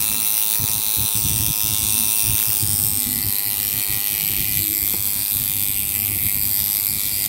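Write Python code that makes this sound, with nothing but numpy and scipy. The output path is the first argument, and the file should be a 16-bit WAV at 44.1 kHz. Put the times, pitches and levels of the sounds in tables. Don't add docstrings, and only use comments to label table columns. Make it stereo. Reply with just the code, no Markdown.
import sys
import numpy as np
from scipy import signal
from scipy.fft import rfft, irfft
from scipy.io import wavfile
from scipy.ndimage import uniform_filter1d

SR = 44100
rng = np.random.default_rng(int(sys.argv[2]) if len(sys.argv) > 2 else 0)


def persist_wave(psi):
    counts = np.round(np.clip(psi, -1, 1) * 32767).astype(np.int16)
    wavfile.write(sys.argv[1], SR, np.atleast_2d(counts).T)


N = 321048
TIME = np.arange(N) / SR

# t/s, hold (0 side on, 1 tilted, 2 turning, 3 palm, 4 gripped)
HOLD_CURVE = [(1.0, 0), (1.25, 1), (2.35, 1), (2.75, 2), (3.2, 3), (4.4, 3), (4.7, 4)]
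SWAY_PER_S, RATTLE_SWAY_DB, RING_SWAY_DB = 15, .45, .5
CLANG_FROM_HZ, CLANG_TO_HZ, FRAME_HZ, SPRING_HZ = 1900, 3150, 7600, 12000


def amp(db):
    return 10 ** (np.asarray(db) / 20)


def unit(x):
    return x / np.sqrt(np.mean(x ** 2) + 1e-20)


def follow(rows, axis=1):
    rows = np.asarray(rows, float)
    return np.interp(TIME, rows[:, 0], rows[:, axis])


def causal(gain):
    lags = irfft(np.log(gain + 1e-6))
    half = lags.shape[-1] // 2
    fold = np.r_[1, np.full(half - 1, 2), 1, np.zeros(half - 1)]
    return np.exp(rfft(lags * fold))


def tint(x, points):
    hz, db = np.transpose(points)
    grid = np.fft.rfftfreq(8192, 1 / SR)
    gain = amp(np.interp(np.log(grid + 1), np.log(hz + 1), db))
    return signal.oaconvolve(np.atleast_2d(x), irfft(causal(gain))[None], axes=1)[:, :N]


def cut(x, hz, kind, order=8):
    return signal.sosfiltfilt(signal.butter(order, hz, kind, fs=SR, output="sos"), x)


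def resonate(x, hz, width_hz):
    turn = np.exp(2j * np.pi * np.cumsum(hz) / SR)
    r = np.exp(-np.pi * width_hz / SR)
    return 2 * (turn * signal.lfilter([1 - r], [1, -r], x / turn)).real


def steady(x, size=4400):
    power = uniform_filter1d(uniform_filter1d(x.mean(0) ** 2, size), size)
    return x / np.sqrt(abs(power) + 1e-14)


def wander(per_s):
    knots = rng.standard_normal(2000)
    return unit(np.interp(TIME * per_s, np.arange(len(knots)), knots))


def air(colour, alike):
    shared, left, right = rng.standard_normal((3, N))
    alike = np.clip(alike, 0, 1)
    return tint(np.sqrt(alike) * shared + np.sqrt(1 - alike) * np.array([left, right]), colour)


def blows(turns, scatter_db, jitter_us):
    at = np.interp(np.arange(1, int(turns[-1])), turns, np.arange(N))
    force, slip = rng.standard_normal((1000, 2))[:len(at)].T
    at = at + slip * jitter_us * SR / 1e6
    index = at.astype(int)[:, None] + np.arange(-16, 17)
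    offset = index - at[:, None]
    click = np.sinc(offset) * np.cos(np.pi * offset / 36) ** 2
    clicks = amp(scatter_db * force)[:, None] * click
    return np.bincount(np.clip(index, 0, N - 1).ravel(), clicks.ravel(), N)


def quiet_room():
    room_colour = [(300, 0), (1500, -8), (15000, -25)]
    return amp(-48) * unit(air(room_colour, alike=.5))


def knocks(scuff_db=-7, scuff_s=0.005):
    # t/s, level/dB
    knock_rows = [(4.941, -25)]
    # f/Hz, level against the knock/dB, t60/s
    bench_modes = [(215, -1, .1), (335, 0, .07), (450, -2, .05), (850, -7, .03)]
    out = np.zeros(N)
    scuff = cut(rng.standard_normal(N), 1300, "low", order=2)
    scuff = unit(cut(scuff, 210, "high", order=2))
    for s, db in knock_rows:
        t = np.maximum(TIME - s, 0)
        for hz, mode_db, t60 in bench_modes:
            decay_db = 60 * np.minimum(t / t60, 3)
            out += amp(db + mode_db - decay_db) * np.sin(2 * np.pi * hz * t)
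        out += amp(db + scuff_db) * scuff * (t > 0) * np.exp(-t / scuff_s)
    return out * amp([[0], [-4]])


def hoots(width_hz=45):
    # start/s, end/s, f/Hz, level at the top of the swell/dB
    hoot_rows = [(0.033, 0.287, 218, -38.5), (1.874, 2.11, 230, -36.5), (2.92, 3.26, 247, -34.5),
                 (4.052, 4.404, 151.6, -39.5), (4.27, 4.48, 342, -42), (4.52, 4.864, 310, -38.5)]
    out = np.zeros(N)
    for start, end, hz, db in hoot_rows:
        swell = np.sin(np.pi * np.clip((TIME - start) / (end - start), 0, 1))
        pitch = np.full(N, hz)
        hollow = resonate(rng.standard_normal(N), pitch, width_hz)
        hollow = resonate(hollow, pitch, width_hz)
        out += amp(db) * swell * steady(hollow[None])[0]
    return out


def puff(start, length, db, attack_s=0.01, release_s=0.0046):
    t = TIME - start
    return amp(db) * np.clip(t / attack_s, 0, 1) * np.exp(-np.maximum(t - length, 0) / release_s)


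def draught(turns):
    # start/s, length/s, strength before the lumps/dB
    puff_rows = [(0.0, 0.027, -41.5), (0.177, 0.062, -38.5), (0.587, 0.06, -23.5), (0.68, 0.13, -35.5),
                 (0.961, 0.092, -34), (1.146, 0.12, -28), (1.281, 0.23, -27.5), (1.633, 0.12, -30.5),
                 (1.784, 0.17, -33.5), (1.993, .12, -39), (2.225, 0.13, -26.5), (2.46, 0.065, -31.5),
                 (2.62, 0.14, -29.5), (2.774, 0.21, -32), (3.055, 0.25, -34.5), (3.467, 0.22, -39),
                 (3.733, 0.082, -35.5), (3.887, 0.093, -33), (4.293, 0.35, -33.5), (4.778, 0.45, -37.5),
                 (5.344, .08, -32), (5.44, 0.26, -38.5), (5.692, 0.34, -36.5), (6.038, 0.24, -32.5),
                 (6.332, 0.2, -32), (6.56, 0.15, -36), (6.878, 0.12, -37.5), (7.18, .055, -39.5)]
    # t/s, strength before the lumps/dB
    breeze_curve = [(0, -35.5), (.4, -56), (1.1, -46.5), (7.28, -40.5)]
    # f/Hz, gain/dB
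    gust_colour = [(20, -26), (60, -1.5), (100, 4.5), (150, -4), (220, -26), (900, -55)]
    flutter_colour = [(100, -63.5), (200, 6), (250, 0), (340, -4.5), (450, -20.5), (1500, -58)]
    eddies_per_s, puff_depth, breeze_depth = 30, .6, .85
    throb_db = -6
    flutter_db, usual_wind_db, flutter_growth = -41.5, -35, 0.56

    eddies = abs(wander(eddies_per_s))
    puff_lumps = unit(1 + puff_depth * (eddies - 1))
    breeze_lumps = unit(1 + breeze_depth * (eddies - 1))
    puffs = puff_lumps * sum(puff(*row) for row in puff_rows)
    wind = np.hypot(puffs, breeze_lumps * amp(follow(breeze_curve)))

    throb = tint(blows(turns, scatter_db=4, jitter_us=300), gust_colour)
    throb = unit(cut(throb, 40, "high", order=2))
    rumble = unit(air(gust_colour, alike=0.22)) + amp(throb_db) * throb
    gusts = wind * steady(rumble, size=800)
    flutter_strength = amp(flutter_db) * (wind / amp(usual_wind_db)) ** flutter_growth
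    flutter = flutter_strength * steady(air(flutter_colour, alike=0.23))
    return gusts * amp([[-.8], [.8]]) + flutter


def hum(turns, port_turn=0.09, spread=.11):
    # multiple of the speed, level held loosely/dB, level held firmly/dB (before the hum's gain)
    harmonics = [(4, -53, -53.5), (5, -59, -64), (6, -59, -66), (7, -50, -54), (8, -51, -48.5),
                 (9, -47, -60), (10, -48.5, -55), (12, -51.5, -54), (14, -58, -61), (15, -60, -58)]
    # t/s, gain/dB
    hum_gain = [(0, -1), (2.35, 1), (4.3, -.5), (4.7, -5.5), (6.2, -4), (7.28, -6.5)]
    rough_depth, rough_per_s = .15, 200
    firm = np.clip(follow(HOLD_CURVE) - 1, 0, 1)
    out = np.zeros((2, N))
    for k, loose_db, firm_db in harmonics:
        height = amp(loose_db + firm * (firm_db - loose_db)) * (1 + rough_depth * wander(rough_per_s))
        lag = port_turn * np.array([[1], [-1]]) * k / len(harmonics)
        late = spread * rng.standard_normal()
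        out -= height * np.sqrt(2) * np.cos(2 * np.pi * (k * turns + lag + late))
    return out * amp(follow(hum_gain))


def ring_shape(size=4096):
    t = np.arange(size) / SR - .001
    after = np.maximum(t, 0)
    crack = np.exp(-(t / .00044) ** 2)
    steel = amp(2 * -9) * np.exp(-after / .0018)
    room = amp(2 * -26.5) * np.exp(-after / .03)
    return np.sqrt(crack + (t > 0) * (steel + room))


def radiate(clicks, patchy_db=1.4, count=48, size=8192):
    shape = ring_shape()
    lasting = .5
    noise = rng.standard_normal((count + 1, 2, len(shape)))
    mixed = np.sqrt(lasting) * noise[0] + np.sqrt(1 - lasting) * noise[1:]
    paths = rfft(shape * mixed, size)
    paths /= causal(np.sqrt(uniform_filter1d(abs(paths) ** 2, size=70)))
    patches = unit(uniform_filter1d(rng.standard_normal((count, 1, paths.shape[-1])), size=90))
    paths = irfft(paths * causal(amp(patchy_db * patches)), size)
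    paths = np.roll(paths, 64, -1)[..., :len(shape)]
    place, out = np.linspace(0, count - 1, N), np.zeros((2, N + size))
    for k, path in enumerate(paths):
        a, b = np.searchsorted(place, [k - 1, k + 1])
        fade = np.cos(np.pi / 2 * (place[a:b] - k))
        part = signal.fftconvolve((clicks[a:b] * fade)[None], path, axes=1)
        out[:, a:a + part.shape[1]] += part
    return unit(np.array([out[0, 108:108 + N], out[1, 100:100 + N]]))


def strike(turns, return_db=-17, early_db=-5):
    # f/Hz, gain against the blows/dB
    chatter_colour = [(1500, -8), (7000, -3), (12000, -8)]
    early_lead, lead_wobble = .035, .08
    down = blows(turns, scatter_db=.9, jitter_us=5)
    early_turns = turns + early_lead * (1 + lead_wobble * wander(30))
    early_crack = blows(early_turns, scatter_db=2, jitter_us=8)
    back = sum(blows(turns - part, scatter_db=3, jitter_us=20) for part in (.27, .78))
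    shaken = abs(signal.oaconvolve(down ** 2, ring_shape() ** 2)[40:40 + N])
    rasp = unit(np.sqrt(shaken + .45 * shaken.mean()) * rng.choice([-1, 1], (2, N)))
    hits = radiate(down + amp(early_db) * cut(early_crack, FRAME_HZ, "low"))
    return hits + amp(return_db) * radiate(back, count=12) + tint(rasp, chatter_colour)


def colour_by_hold(steel, hold):
    # f/Hz, gain/dB
    side_on = [(1700, -9.5), (2650, 2), (3100, -11.5), (4050, 6), (4550, -1.5), (5200, -3), (5950, 1.5),
               (7100, -10.5), (8900, 3.5), (9900, 14.5), (11800, 7.5), (13100, 8.5), (15700, 7)]
    tilted = [(1650, -13.5), (2750, 5.5), (3100, -8), (3750, 2.5), (4750, -1.5), (6100, 3), (7250, -11),
              (8500, 9), (10300, 9), (12000, 0), (13050, 5.5), (13900, 0), (15000, 1)]
    turning = [(2400, -9), (2950, -10), (4600, 0), (5300, 3), (5900, -9), (7200, -7), (8700, 4),
               (11300, -9), (12500, 2), (14000, -1), (15700, -3)]
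    on_palm = [(1650, -15.5), (1900, 0), (2850, 0.5), (3400, -11.5), (4300, 2.5), (6000, -12), (7400, -9),
               (7900, 0.5), (11500, 0.5), (12300, 8), (13600, 5.5), (15700, -4)]
    gripped = [(1750, -17), (2050, -2.5), (2600, -4.5), (3100, -11.5), (4650, -1), (5600, -13.5),
               (7000, -11.5), (7900, 0), (9450, 2), (9850, -2.5), (10600, 4), (11700, 2.5), (12500, 11.5),
               (13700, 7.5), (14300, 6), (15700, -4.5)]
    colours = [side_on, tilted, turning, on_palm, gripped]
    return sum(np.maximum(1 - abs(hold - k), 0) * unit(tint(steel, colour))
               for k, colour in enumerate(colours))


def beam(ring, db):
    return amp(db + RING_SWAY_DB * wander(SWAY_PER_S)) * steady(ring)


def rattle(turns, whine_width_hz=1500):
    frame_levels = [-25, -27.5, -24.5, -29, -28]
    # t/s, level/dB
    body_curve = [(0.6, -30), (1.1, -28.5), (2.2, -28.5), (2.9, -33), (4.2, -32), (5.4, -32.5),
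                  (6.25, -36.5), (6.6, -31.5)]
    # t/s, level/dB
    clang_curve = [(0.0, -37), (0.75, -42), (2.4, -36), (2.75, -44.5), (4.4, -34.5), (4.7, -39),
                   (5.25, -43.5), (5.75, -37.5), (6.3, -36), (6.55, -44), (7.0, -39.5)]
    # t/s, f/Hz, level/dB
    whine_curve = [(0.9, 9270, -27.5), (1.6, 8550, -35), (1.92, 9250, -28.5), (2.2, 9650, -29),
                   (2.48, 8600, -36.5), (2.75, 9200, -35), (3.3, 9300, -48)]
    # t/s, level/dB
    spring_curve = [(0.0, -18.5), (0.99, -19), (1.88, -20.5), (2.51, -16), (2.72, -22.5), (2.84, -19.5),
                    (3.0, -23.5), (4.74, -23), (5.09, -22.5), (5.21, -25), (5.33, -22.5), (5.84, -24.5),
                    (6.63, -21.5), (7.28, -26)]

    steel = strike(turns)
    hold = follow(HOLD_CURVE)
    sound = colour_by_hold(steel, hold)
    low, spring = cut(sound, FRAME_HZ, "low"), cut(sound, SPRING_HZ, "high")
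    frame = sound - low - spring
    clang = cut(cut(low, CLANG_TO_HZ, "low"), CLANG_FROM_HZ, "high")
    body = cut(low - clang, 600, "high", order=2)
    whine_hz = follow(whine_curve)
    whine = resonate(resonate(steel, whine_hz, whine_width_hz), whine_hz, whine_width_hz)

    frame_db = np.interp(hold, np.arange(len(frame_levels)), frame_levels)
    rings = beam(frame, frame_db) + beam(whine, follow(whine_curve, axis=2))
    rings = rings + beam(spring, follow(spring_curve))
    middle = beam(body, follow(body_curve)) + beam(clang, follow(clang_curve))
    lean_db = follow([(1.5, .35), (4, 1)])
    return amp(RATTLE_SWAY_DB * wander(SWAY_PER_S)) * (middle + rings * amp([lean_db, -lean_db]))


def scene():
    # t/s, rate/(blows/s)
    speed_curve = [(0.0, 106.73), (0.3, 107.04), (0.8, 107.06), (1.5, 106.35), (2.2, 107.28),
                   (2.45, 107.13), (2.57, 104.69), (2.9, 103.62), (3.12, 101.95), (3.6, 101.64),
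                   (4.15, 102.18), (4.55, 101.66), (6.0, 101.46), (6.75, 101.31), (7.02, 102.18),
                   (7.28, 101.72)]
    speed = follow(speed_curve) * (1 + .0012 * wander(40))
    turns = .46 + np.cumsum(speed) / SR
    return quiet_room() + knocks() + hoots() + draught(turns) + hum(turns) + rattle(turns)


def record(dry):
    band_limit = signal.firwin(801, 15850, window=("kaiser", 9), fs=SR)
    return signal.oaconvolve(np.clip(dry, -1, 1), band_limit[None], "same")


dry = scene()
out = record(dry)
persist_wave(out)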